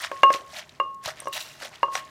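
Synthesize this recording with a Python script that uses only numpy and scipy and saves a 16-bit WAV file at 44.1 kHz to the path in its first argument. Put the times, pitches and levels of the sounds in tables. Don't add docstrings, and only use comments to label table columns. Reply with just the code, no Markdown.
import sys
import numpy as np
from scipy import signal
from scipy.fft import rfft, irfft, next_fast_len
from scipy.io import wavfile

SR = 44100
rng = np.random.default_rng(int(sys.argv[2]) if len(sys.argv) > 2 else 0)


def store_wav(level_fs):
    pcm = np.round(np.clip(np.atleast_2d(level_fs), -1, 1) * 32767)
    wavfile.write(sys.argv[1], SR, pcm.T.astype(np.int16))


def ratio_of_db(decibels):
    return 10 ** (np.asarray(decibels, float) / 20)


N = 92610
T = np.arange(N) / SR


def unit(x):
    return x / np.sqrt(np.mean(x ** 2) + 1e-20)


def along(points, hz):
    f, v = np.transpose(points)
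    return np.interp(np.log(hz + 1), np.log(f + 1), v)


def curve(rows):
    return np.interp(T, *np.transpose(rows))


def filtered(x, response):
    size = next_fast_len(N + 8192)
    return irfft(rfft(x, size) * response(np.fft.rfftfreq(size, 1 / SR)), size)[:N]


def resonances(modes, f):
    total = 0
    for k, (centre, width, db) in enumerate(modes):
        damping = 1j * f * width
        total = total + (-1) ** k * ratio_of_db(db) * damping / (centre * centre - f * f + damping)
    return total


def mortar():
    # family, pitch in Hz, level within the family in dB, t60 in seconds.
    modes = [("clack", 1270, 0, 0.01), ("clack", 1620, -2.5, 0.021), ("clack", 2100, -3, 0.015),
             ("clack", 835, -7.5, 0.013), ("wood", 946, 0, 0.048), ("quick", 1099, 0, 0.14),
             ("quick", 1165, -11, 0.19), ("lasting", 1088, 0, 0.75), ("upper", 2796, 0, 0.068),
             ("upper", 2817, -13, 0.28), ("hollow", 550, -3, 0.12), ("hollow", 590, 0, 0.035),
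             ("hollow", 505, -10.5, 0.096), ("hollow", 408, -13.5, 0.18), ("hollow", 350, -19, 0.15)]
    families = ["clack", "wood", "quick", "lasting", "upper", "hollow"]
    # start in seconds, crack level in dB, then the level of each family in dB.
    knocks = [(.001, -60, -70, -70, -64, -46, -74, -65), (0.1153, -17.5, -23, -30.5, -44, -32, -54, -28),
              (.2330, -4.5, -3.5, -14.5, -21, -7.5, -11.5, -15),
              (0.3035, -18.5, -16.5, -34, -23, -43, -54, -19),
              (.346, -38.5, -38, -42, -44.5, -34, -57, -25), (.435, -74, -70, -70, -70.5, -44, -73, -62),
              (0.7996, -19.5, -20, -30, -16, -25, -24.5, -25.5),
              (1.075, -50, -38, -49, -57.5, -58, -60, -35.5), (1.22, -51, -58, -50, -45.5, -51, -59, -45),
              (1.256, -48.5, -47, -47, -40, -61, -66, -37), (1.2709, -27, -27, -29.5, -26.5, -32, -42, -28),
              (1.628, -55, -45, -45, -56.5, -58, -65.5, -38.5), (1.65, -56, -45, -50, -60, -61, -65, -42),
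              (1.8301, -15.5, -17.5, -10, -16.5, -24.5, -24.5, -22.5),
              (1.882, -48, -44, -46, -38, -25, -60, -41), (1.953, -8.5, -19, -28, -30.5, -36, -34, -37)]
    # middle of the press in seconds, loss in dB.
    presses = [(.2, 2), (0.306, 4), (0.324, 9.5), (.376, 12.5), (.425, 11), (.52, 7), (1.058, 10),
               (1.325, 9), (1.871, 7.5), (1.951, 3.5), (2.06, 7)]
    # centre in Hz, width in Hz, level in dB.
    crack_colour = [(1320, 2200, 0.5)]
    rise_s, press_s = 0.00072, 0.0032
    crack_t60, rumble_t60 = 0.014, 0.18
    rumble_db = -25.5

    loss = np.zeros(N)
    for s, db in presses:
        loss += db / (1 + np.exp(-np.clip((T - s) / press_s, -50, 50)))

    rings, cracks = np.zeros(N), np.zeros(N)
    for s, crack_db, *levels in knocks:
        i = int(np.ceil(s * SR))
        t = T[i:i + SR // 2] - s
        span = slice(i, i + len(t))
        family_db = dict(zip(families, levels))
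        ring = np.zeros(len(t))
        for family, hz, db, t60 in modes:
            sign = -1 if family in ("clack", "wood") else 1
            ring += sign * ratio_of_db(family_db[family] + db - 60 * t / t60) * np.sin(2 * np.pi * hz * t)
        damped = ratio_of_db(loss[i + 300] - np.maximum(loss[span], loss[i + 300]))
        rings[span] += ring * (1 - np.exp(-t / rise_s)) * damped

        crack = ratio_of_db(crack_db - 60 * t / crack_t60)
        rumble = ratio_of_db(crack_db + rumble_db - 60 * t / rumble_t60)
        cracks[span] += (crack + rumble) * rng.standard_normal(len(t))
    return rings + filtered(cracks, lambda f: resonances(crack_colour, f) ** 2)


def grit():
    grains_per_s, spread_db = 3500, 5
    middle_hz, spread_octaves = 3516, 1.308
    cycles = 2.36
    wet_share = 0.35
    count = grains_per_s * N // SR
    start = (rng.random(count) * N).astype(int)[:, None]
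    hz = np.clip(middle_hz * 2 ** (spread_octaves * rng.standard_normal(count)), 500, 16000)[:, None]
    size = ratio_of_db(spread_db * rng.exponential(1, count).clip(0, 3))[:, None]
    k = np.arange(200)
    turns = hz * k / SR
    envelope = turns * ratio_of_db(-20 * turns / cycles)
    waves = size * np.sqrt(hz) * np.sin(2 * np.pi * turns) * envelope
    grains = np.bincount((start + k).ravel(), waves.ravel(), minlength=N)[:N]
    return np.sqrt(wet_share) * rng.standard_normal(N) + np.sqrt(1 - wet_share) * unit(grains)


def shreds():
    # time in seconds, level in dB (the rounded top stays 3 dB under it),
    # rise in seconds per 20 dB (sign ignored), fall in seconds per 20 dB, extra treble in dB.
    pounds = [(.0155, -37, -0.7, 0.0648, 6), (.0435, -28.5, -0.05, 0.048, -3.5),
              (.1665, -46.5, 0.16, 0.2, 3), (.3365, -29.5, 0.03, 0.06, 2), (.569, -39.5, 0.11, .032, 3.5),
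              (.592, -34, 0.07, 0.0227, 4), (.6205, -36, 0.08, .023, -10), (1.0585, -30, 0.0231, .018, 4),
              (1.081, -28.5, 0.0232, 0.0468, 1), (1.186, -42, 0.06, 0.12, -5.5),
              (1.241, -56.5, 0.1, 0.4, 10.5), (1.371, -28, .032, 0.0254, -2.5),
              (1.461, -53.5, 0.08, 0.34, 9), (1.631, -32.5, 0.05, 0.0158, 3),
              (1.651, -34, 0.0243, .042, 2.5), (1.746, -42.5, 0.05, 0.02, -6),
              (1.941, -37.5, .026, 0.05, 10), (1.977, -31.5, .045, 0.04, 2)]
    # frequency in Hz, relative level in dB per Hz.
    crunch = [(88, -52.5), (150, -11), (422, -34), (624, -1), (905, -5.5), (1830, -4), (2270, -5),
              (6020, -8.5), (15100, -22.5), (16000, -37)]
    # centre in Hz, width in Hz, level in dB against the plain crunch.
    bowl = [(618, 68, -1.5), (1180, 40, -15), (1900, 200, -8.5)]
    # time in seconds, level in dB.
    rustle = [(0, -49.5), (.09, -60), (.21, -64.5), (.27, -55), (.4, -51), (.46, -59.5), (.52, -65),
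              (.55, -56), (.66, -56.5), (.78, -59), (.84, -64), (1.01, -74), (1.12, -59), (1.15, -68.5),
              (1.23, -61), (1.31, -72), (1.45, -49), (1.58, -58), (1.69, -90), (1.72, -53.5), (1.8, -54),
              (1.86, -55), (1.91, -62.5), (2.03, -54), (2.1, -52)]
    treble_hz = 5000

    grains = unit(filtered(grit(), lambda f: ratio_of_db(along(crunch, f)) * (1 + resonances(bowl, f))))
    high = filtered(grains, lambda f: 1 / (1 + (treble_hz / (f + 1)) ** 4))
    body_power = ratio_of_db(2 * curve(rustle))
    treble_power = body_power.copy()
    for s, db, rise, fall, treble_db in pounds:
        away = np.where(T < s, (s - T) / rise, (T - s) / fall)
        power = ratio_of_db(2 * (db - 20 * np.hypot(away, 0.15)))
        body_power += power
        treble_power += power * ratio_of_db(2 * treble_db)
    return np.sqrt(body_power) * (grains - high) + np.sqrt(treble_power) * high


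def snaps():
    # time in seconds, peak level in dB, pitch in Hz, length in seconds (noise is fullest at a third).
    snap_rows = [(0.018, -27, 10500, .003), (.039, -24, 1996, 0.0053), (0.0456, -25.5, 3230, 0.0044),
                 (.048, -17.5, 1900, 0.0013), (.168, -38, 2540, 0.0021), (0.207, -48, 4500, 0.0026),
                 (.3288, -20, 5340, 0.0017), (0.339, -16, 2730, .003), (0.567, -29.5, 3600, 0.0059),
                 (.58, -31, 1900, .003), (0.693, -35.5, 3600, 0.0047), (.945, -48.5, 6000, 0.0049),
                 (1.039, -38, 9040, .002), (1.0585, -17, 4540, 0.0027), (1.1594, -41.5, 5500, .001),
                 (1.172, -43, 5000, .0015), (1.172, -39, 1780, 0.0027), (1.282, -36, 9050, 0.0041),
                 (1.347, -28, 10880, .002), (1.649, -29, 2560, 0.0017), (1.691, -43.5, 5960, .004),
                 (1.756, -33.5, 3550, 0.0048), (1.935, -44, 7000, 0.0021), (2.051, -39.5, 7070, .002)]
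    relative_width = 0.73
    size = 1024
    out, t = np.zeros(N + size), np.arange(size) / SR
    f = np.fft.rfftfreq(size, 1 / SR)
    for s, db, hz, length in snap_rows:
        noise = rng.standard_normal(size) * t / length * np.exp(-3 * t / length)
        puff = irfft(rfft(noise) * resonances([(hz, hz * relative_width, 0)], f) ** 2)
        start = round(s * SR) - 30
        out[start:start + size] += ratio_of_db(db) * puff / np.abs(puff).max()
    return out[:N]


def spoon():
    # pitch in Hz, width in Hz, level in dB.
    modes = [(2770, 84, 0), (3890, 230, 5), (5796, 79, -1), (6120, 110, -3.5), (7600, 160, -8),
             (8620, 120, -2.5), (10170, 170, -9.5), (10560, 200, -3.5), (11850, 250, -8), (13600, 370, -7),
             (15300, 370, -16)]
    # frequency in Hz, level in dB against the modes.
    hiss = [(500, -21), (2500, -8), (5000, -4.5), (10000, -11), (16000, -16)]
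    # start in seconds, level in dB, favoured pitch in Hz.
    taps = [(1.2017, -25, 9900), (1.222, -39, 9000), (1.238, -47, 8000), (1.245, -44, 5800),
            (1.256, -39, 6500), (1.273, -39, 5800), (1.9535, -23.5, 6100)]
    # time in seconds, level in dB.
    scrape = [(1.318, -78), (1.328, -32.5), (1.345, -34.5), (1.375, -33.5), (1.39, -40.5), (1.41, -32.5),
              (1.43, -43), (1.5, -50), (1.56, -56), (1.6, -90)]
    rise_s, fade_db_per_octave, scatter_db = 0.00031, 18, 3

    rough = unit(filtered(grit(), lambda f: resonances(modes, f) + ratio_of_db(along(hiss, f))))
    out = ratio_of_db(curve(scrape)) * (T > scrape[0][0]) * rough
    t = np.arange(2000) / SR
    for s, db, best_hz in taps:
        ring = np.zeros(len(t))
        for hz, width, mode_db in modes:
            off_db = fade_db_per_octave * abs(np.log2(hz / best_hz))
            level = ratio_of_db(db + mode_db - off_db + scatter_db * rng.normal())
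            ring += level * np.exp(-np.pi * width * t) * np.sin(2 * np.pi * hz * t)
        start = round(s * SR)
        out[start:start + len(t)] += ring * (1 - np.exp(-t / rise_s))
    return out


def thud():
    start_s, level_db, hz, t60 = 1.062, -34.5, 119, 0.037
    t = np.maximum(T - start_s, 0)
    return ratio_of_db(level_db - 60 * t / t60) * np.sin(2 * np.pi * hz * t)


def room(x):
    # frequency in Hz, t60 in seconds.
    wall_t60 = [(300, 0.56), (2000, 0.15), (10000, 0.078)]
    hz, t, z = signal.stft(rng.standard_normal(SR // 2), SR, nperseg=256)
    decay = ratio_of_db(-60 * t / along(wall_t60, hz)[:, None])
    tail = signal.istft(z * decay, SR, nperseg=256)[1]
    delayed = np.pad(x, (250, 0))
    return signal.fftconvolve(delayed, tail / np.linalg.norm(tail))[:N]


def kitchen():
    # frequency in Hz, relative level in dB per Hz.
    air_colour = [(25, -24), (45, -2.5), (65, 1.5), (150, -3.5), (400, -7.5), (600, -12), (1000, -10.5),
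                  (2400, -26), (7700, -32), (12000, -34), (16000, -40.5)]
    air_db, hum_db, hum_hz = -58, -66.5, 142.5
    air = unit(filtered(rng.standard_normal(N), lambda f: ratio_of_db(along(air_colour, f))))
    hum = unit(filtered(rng.standard_normal(N), lambda f: resonances([(hum_hz, 6, 0)], f)))
    return ratio_of_db(air_db) * air + ratio_of_db(hum_db) * hum


def scene():
    near = mortar() + shreds() + snaps() + spoon() + thud()
    echo_db = -18.5
    return (near + ratio_of_db(echo_db) * room(near) + kitchen())[None]


def low_pass(x):
    return signal.sosfilt(signal.butter(12, 16500, fs=SR, output="sos"), x)


def record(dry):
    bass_hz, top_hz = 45, 16250

    def response(f):
        bass_cut = (1j * f / bass_hz / (1 + 1j * f / bass_hz)) ** 2
        return (f < top_hz) * bass_cut

    heard = filtered(np.clip(dry[0], -1, 1), response)
    return low_pass(heard[None])


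dry = scene()
out = record(dry)
store_wav(out)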